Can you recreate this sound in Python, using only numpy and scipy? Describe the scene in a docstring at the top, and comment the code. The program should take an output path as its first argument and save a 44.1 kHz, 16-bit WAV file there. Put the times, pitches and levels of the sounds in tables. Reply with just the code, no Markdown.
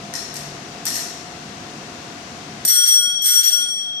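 """Bicycle bell in a tiled shop

Ventilation rumbles and hums throughout. The lever of a small rotary bell clacks a few times, then
the bell is rung twice: whirling hammers strike the steel dome in quick runs over a clatter of gears.
An automatic gain control turns everything down once the bell rings."""
import sys
import numpy as np
from scipy import signal
from scipy.fft import rfft, irfft
from scipy.io import wavfile

SR = 44100
rng = np.random.default_rng(int(sys.argv[2]) if len(sys.argv) > 2 else 0)


def transcribe(u):
    """Save the signal u as a 16-bit wav file named by the first command-line argument.

    u: samples, shape (n,) or (channels, n), limited to [-1, 1]; the rate is SR.
    q: integer samples, one column per channel.
    """
    v = np.clip(np.atleast_2d(u).T, -1, 1)
    q = np.round(v * 32767).astype(np.int16)
    wavfile.write(sys.argv[1], SR, q)


N = 176400
TIME = np.arange(N) / SR


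def from_db(db):
    """Decibels to gain."""
    return 10 ** (np.asarray(db) / 20)


def at_hz(points, hz):
    """Read a table on a log-frequency axis."""
    freqs, values = np.transpose(points)
    return np.interp(np.log(np.maximum(hz, 1)), np.log(freqs), values)


def pan(lean_db):
    """Constant-power stereo gains; a positive lean is to the left."""
    gains = from_db(np.array([[.5], [-.5]]) * lean_db)
    return gains / np.sqrt(np.mean(gains ** 2, axis=0))


def smooth(x, seconds):
    """One-pole average."""
    pole = np.exp(-1 / (seconds * SR))
    return signal.lfilter([1 - pole], [1, -pole], x)


def drift(rate_hz):
    """Slow random wander, spread 1."""
    slow = irfft(rfft(rng.standard_normal(N)) / (1 + (np.fft.rfftfreq(N, 1 / SR) / rate_hz) ** 2))
    return slow / slow.std()


def waver(rate_hz):
    """Complex wander that moves a tone's level and phase."""
    return drift(rate_hz) + 1j * drift(rate_hz)


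def impulses(starts, sizes):
    """Impulses of given sizes at given times."""
    return np.bincount((starts * SR).astype(int), sizes, N)[:N]


def ring_down(starts, db, t60):
    """Amplitude of something that gains energy at each blow and loses it steadily."""
    retained = from_db(-60 / (t60 * SR)) ** 2
    energy = signal.lfilter([1], [1, -retained], impulses(starts, from_db(db) ** 2) + 1e-18)
    return np.sqrt(energy)


def colour(x, spectrum, lean):
    """Minimum-phase EQ with a left-right lean."""
    hz = np.fft.rfftfreq(2 * N, 1 / SR)
    cepstrum = irfft(np.log(from_db(at_hz(spectrum, hz)) * pan(at_hz(lean, hz))))
    cepstrum[:, 1:N] *= 2
    cepstrum[:, N + 1:] = 0
    return irfft(rfft(x, 2 * N) * np.exp(rfft(cepstrum)))[:, :N]


# Tone of the moving air. Each row: frequency in Hz, relative level in dB.
AIR_EQ = [(15, -49), (25, -24.5), (146, -2), (237, -1), (637, -11), (709, -5), (790, -11), (1460, -12.5),
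          (1580, -14.5), (1960, -14), (2630, -16.5), (6200, -17.5), (8550, -28), (13800, -46), (15000, -28)]
# Its stereo width. Each row: frequency in Hz, left-right correlation.
AIR_LIKENESS = [(130, 0.98), (290, 0.92), (640, 0.45), (1400, 0), (3000, 0)]
# Its balance. Each row: frequency in Hz, leftward lean in dB.
AIR_LEAN = [(100, 1.5), (700, 0.5), (1300, 5.5), (2400, 9.5), (6000, 11.5), (8300, 0), (12000, -13)]
# Fan tones. Each row: pitch in Hz, level in dB.
FAN_TONES = [(145, -48.5), (683.5, -47), (722, -51), (2573, -58.5), (2729, -56.5)]


def ventilation():
    """Steady air noise, nearly mono in the bass, with wavering fan tones."""
    hz = np.fft.rfftfreq(N, 1 / SR)
    mid, side = rfft(rng.standard_normal((2, N)))
    alike = at_hz(AIR_LIKENESS, hz)
    stereo = mid + np.sqrt((1 - alike) / (1 + alike)) * side * [[1], [-1]]
    air = irfft(stereo * from_db(at_hz(AIR_EQ, hz)) * pan(at_hz(AIR_LEAN, hz)))
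    out = from_db(-36.5) * air / air.mean(axis=0).std()
    for tone_hz, db in FAN_TONES:
        wobble = 1 + .43 * waver(rate_hz=1.33)
        out += from_db(db) * np.real(wobble * np.exp(2j * np.pi * tone_hz * TIME))
    return out


# Decay of the room. Each row: frequency in Hz, t60 in seconds.
ROOM_T60 = [(1000, 0.95), (5000, 1), (9000, 0.5), (14000, 0.32)]


def shop_reverb(x, build_s=.005):
    """Diffuse reflections off the tiles, dying faster in the treble."""
    t, tail = TIME[:SR], 0
    edges = np.geomspace(500, 18000, 9)
    for low, high in zip(edges, edges[1:]):
        bandpass = signal.butter(2, [low, high], "band", fs=SR, output="sos")
        band = signal.sosfilt(bandpass, rng.standard_normal((2, SR)))
        tail += band * from_db(-60 * t / at_hz(ROOM_T60, np.sqrt(low * high)))
    tail *= 1 - np.exp(-t / build_s)
    tail /= np.sqrt(np.sum(tail ** 2, axis=1, keepdims=True))
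    return signal.fftconvolve(x, tail, axes=1)[:, :N]


# Balance of the clacks and clatter. Each row: frequency in Hz, leftward lean in dB.
CONTACT_LEAN = [(1000, 23), (2500, 5.5), (5400, 12.5), (7500, 0), (9500, -1), (14000, -2.5)]


def contacts(starts, db, spectrum, t60, room_db):
    """Metal on metal: short noise bursts with reverb, coloured by the parts that touch."""
    bursts = ring_down(starts, db, t60) * rng.standard_normal((2, N))
    return colour(bursts + from_db(room_db) * shop_reverb(bursts), spectrum, CONTACT_LEAN)


# Lever clacks. Each row: start in seconds, body accent in dB, edge accent in dB.
CLACKS = [(.138, -2.5, -10.5), (0.153, -1.5, -11), (0.161, -6, -11), (.341, -14, -7.5), (.357, -8.5, -11),
          (.366, -6, -13), (.854, -9, 5.5), (.859, -9, -3), (0.866, 1.5, -3), (0.871, -0.5, -6),
          (0.878, 2, -3), (0.942, -14, 1), (0.954, 2, 1), (.958, -15, -9), (.965, -0.5, -10),
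          (.992, -10, -7), (3.787, -2.5, -31)]
# Tone of a clack's body and of its edge. Each row: frequency in Hz, gain in dB.
BODY_EQ = [(700, -11.5), (1300, -8), (1550, -1.5), (1700, -8), (1860, 4.5), (2150, -9.5), (3700, -6),
           (4200, 2.5), (4850, -3.5), (5450, 10.5), (6000, 3.5), (7200, -0.5), (9000, -2.5), (14500, -24)]
EDGE_EQ = [(1500, -17), (4000, -8.5), (7000, -4.5), (8400, 0.5), (9300, -4), (10500, -10.5), (11600, 3.5),
           (13000, -10), (14500, -11)]


def lever():
    """The lever and its housing clack, each time with its own blend of ringing body and bright edge."""
    starts, body_db, edge_db = np.transpose(CLACKS)
    body = contacts(starts, body_db - 16, BODY_EQ, t60=.032, room_db=1)
    edge = contacts(starts, edge_db - 15.5, EDGE_EQ, t60=.025, room_db=4.5)
    return body + edge


def partial(hz, level, phase, lean_db):
    """One ringing mode; it shimmers as reflections add and cancel, more so the higher it lies."""
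    depth = .24 * np.sqrt(hz / 5700)
    shimmer = 1 + depth * np.array([waver(rate_hz=12) for _ in range(2)])
    return pan(lean_db) * level * np.real(shimmer * np.exp(1j * (2 * np.pi * hz * TIME + phase)))


# Hammer strikes. Each row: start in seconds, weight in dB (drives the lower modes),
# bite in dB (drives the top modes and the clatter).
STRIKES = [(2.65, -2.5, -0.5), (2.678, 8.5, 10.5), (2.697, 0, 3.5), (2.715, -7, -2), (2.751, 11.5, 5),
           (2.778, -6, -3.5), (2.833, 11, 0.5), (2.861, -13, 8), (2.879, 6, 1.5), (2.902, -4, -9),
           (2.936, 7.5, 0), (3.218, 1, 1), (3.242, 3.5, 5), (3.258, 3.5, 7.5), (3.278, 8, 3.5),
           (3.305, 3, 3), (3.335, 8.5, 5), (3.372, -0.5, 3), (3.432, -6, 7), (3.445, 8.5, -6.5),
           (3.467, 6, 3.5), (3.535, -10, -12)]
# Modes of the dome, mostly in beating pairs. Each row: pitch in Hz, relative level in dB,
# t60 in seconds, swell in seconds, leftward lean in dB, right channel's phase lead in radians.
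DOME_MODES = [(1432.7, -32, 1.05, .04, 7, -1.4), (1436.3, -35, 1.05, .04, 7, -1.4),
              (3297.5, -30, 3.8, .03, -2, 1), (3308.5, -23, 3.8, .03, 6, -2.1),
              (5523, -35, .6, .01, 8, 1.5), (5639, -16.5, 1.25, .02, 9, 1.0), (5697, -8, 1.3, .015, 9, 2.4),
              (8463, -19.5, .7, .002, -4, 1.8), (8594, -10.5, .85, .002, -2, 1.9),
              (8683, -27, .6, .002, 0, 1.5), (11797, -18.5, .5, .002, -4, 1.6),
              (12004, -13.5, .52, .002, 4, 1.5)]
# Hammers landing against the vibration briefly choke the ring. Each entry: time in seconds.
CHOKES = [2.865, 3.43, 3.51]
# A faint partial left ringing as the lever is let go: start in seconds, pitch in Hz, level in dB,
# t60 in seconds, swell in seconds, leftward lean in dB.
AFTER_RING = (3.469, 4744, -23, .85, .04, 10)


def dome(trim_db=-1.8, bite_above_hz=7000, jolt_s=2.4e-5, choke_db=10.5, choke_s=.011, room_db=-9):
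    """Each strike feeds the steel dome's modes and jolts their phase; between runs they ring and beat."""
    starts, weight_db, bite_db = np.transpose(STRIKES)
    jolts = impulses(starts, jolt_s * rng.standard_normal(len(starts)))
    shift_s = smooth(np.cumsum(jolts), seconds=.0015)
    ring = 0
    for hz, mode_db, t60, swell_s, lean_db, lead_rad in DOME_MODES:
        drive_db = bite_db if hz > bite_above_hz else weight_db
        drive_db = drive_db + rng.standard_normal(len(starts))
        level = smooth(ring_down(starts, trim_db + mode_db + drive_db, t60), swell_s)
        phase = 2 * np.pi * hz * shift_s + lead_rad * np.array([[0], [1]])
        ring += partial(hz, level, phase, lean_db)
    choke = sum(np.exp(-((TIME - at) / choke_s) ** 2) for at in CHOKES)
    ring *= from_db(-choke_db * choke)
    start, hz, db, t60, swell_s, lean_db = AFTER_RING
    level = smooth(ring_down(np.array([start]), [db], t60), swell_s)
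    ring += partial(hz, level, 0, lean_db)
    return ring + from_db(room_db) * shop_reverb(ring)


# Tone of the hammers and gears. Each row: frequency in Hz, gain in dB.
CLATTER_EQ = [(700, -64), (1200, -22.5), (1600, -11), (1850, -8.5), (2500, -17.5), (2900, -10.5),
              (3600, -9), (4000, -11), (4350, 3.5), (4900, -6.5), (5300, -5.5), (6000, 0.5), (6600, -2.5),
              (7300, 1.5), (8000, -3.5), (8700, 3.5), (9500, -4), (10500, -14), (11900, 1), (13000, -13),
              (14500, -15.5)]


def clatter():
    """Hammers and gears rattle at every strike on the dome."""
    starts, _, bite_db = np.transpose(STRIKES)
    return contacts(starts, bite_db - 10, CLATTER_EQ, t60=.042, room_db=6.5)


# Dips in the ventilation bed. Each row: start in seconds, end in seconds, depth in dB.
BED_DIPS = [(2.706, 2.969, 12.5), (3.27, 3.489, 17.5)]


def bed_dips(fade_s=.018):
    """Gain of the ventilation, which sinks briefly under each ring."""
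    dip_db = 0
    for start, end, depth_db in BED_DIPS:
        inside_s = np.minimum(TIME - start, end - TIME)
        dip_db += depth_db * np.clip(inside_s / fade_s + .5, 0, 1)
    return from_db(-dip_db)


def scene():
    """The bell's works, dome and lever over the ventilation bed."""
    return clatter() + dome() + lever() + bed_dips() * ventilation()


def record(dry, threshold_db=-20.5, max_duck_db=11.5, attack_s=.0062, release_db_per_s=1.5, ceiling=.95):
    """Gain control that ducks fast and recovers slowly, then a soft clip and a steep treble cut."""
    power = smooth(np.mean(dry ** 2, axis=0), seconds=.0052)
    over_db = np.maximum(10 * np.log10(power + 1e-12) - threshold_db, 0)
    recovery_db = release_db_per_s * TIME
    duck_db = np.maximum.accumulate(over_db + recovery_db) - recovery_db
    ducked = dry * from_db(-smooth(np.minimum(duck_db, max_duck_db), attack_s))
    rounded = ducked / (1 + (ducked / ceiling) ** 8) ** (1 / 8)
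    return signal.sosfilt(signal.cheby2(16, 70, 15400, fs=SR, output="sos"), rounded)


dry = scene()
out = record(dry)
transcribe(out)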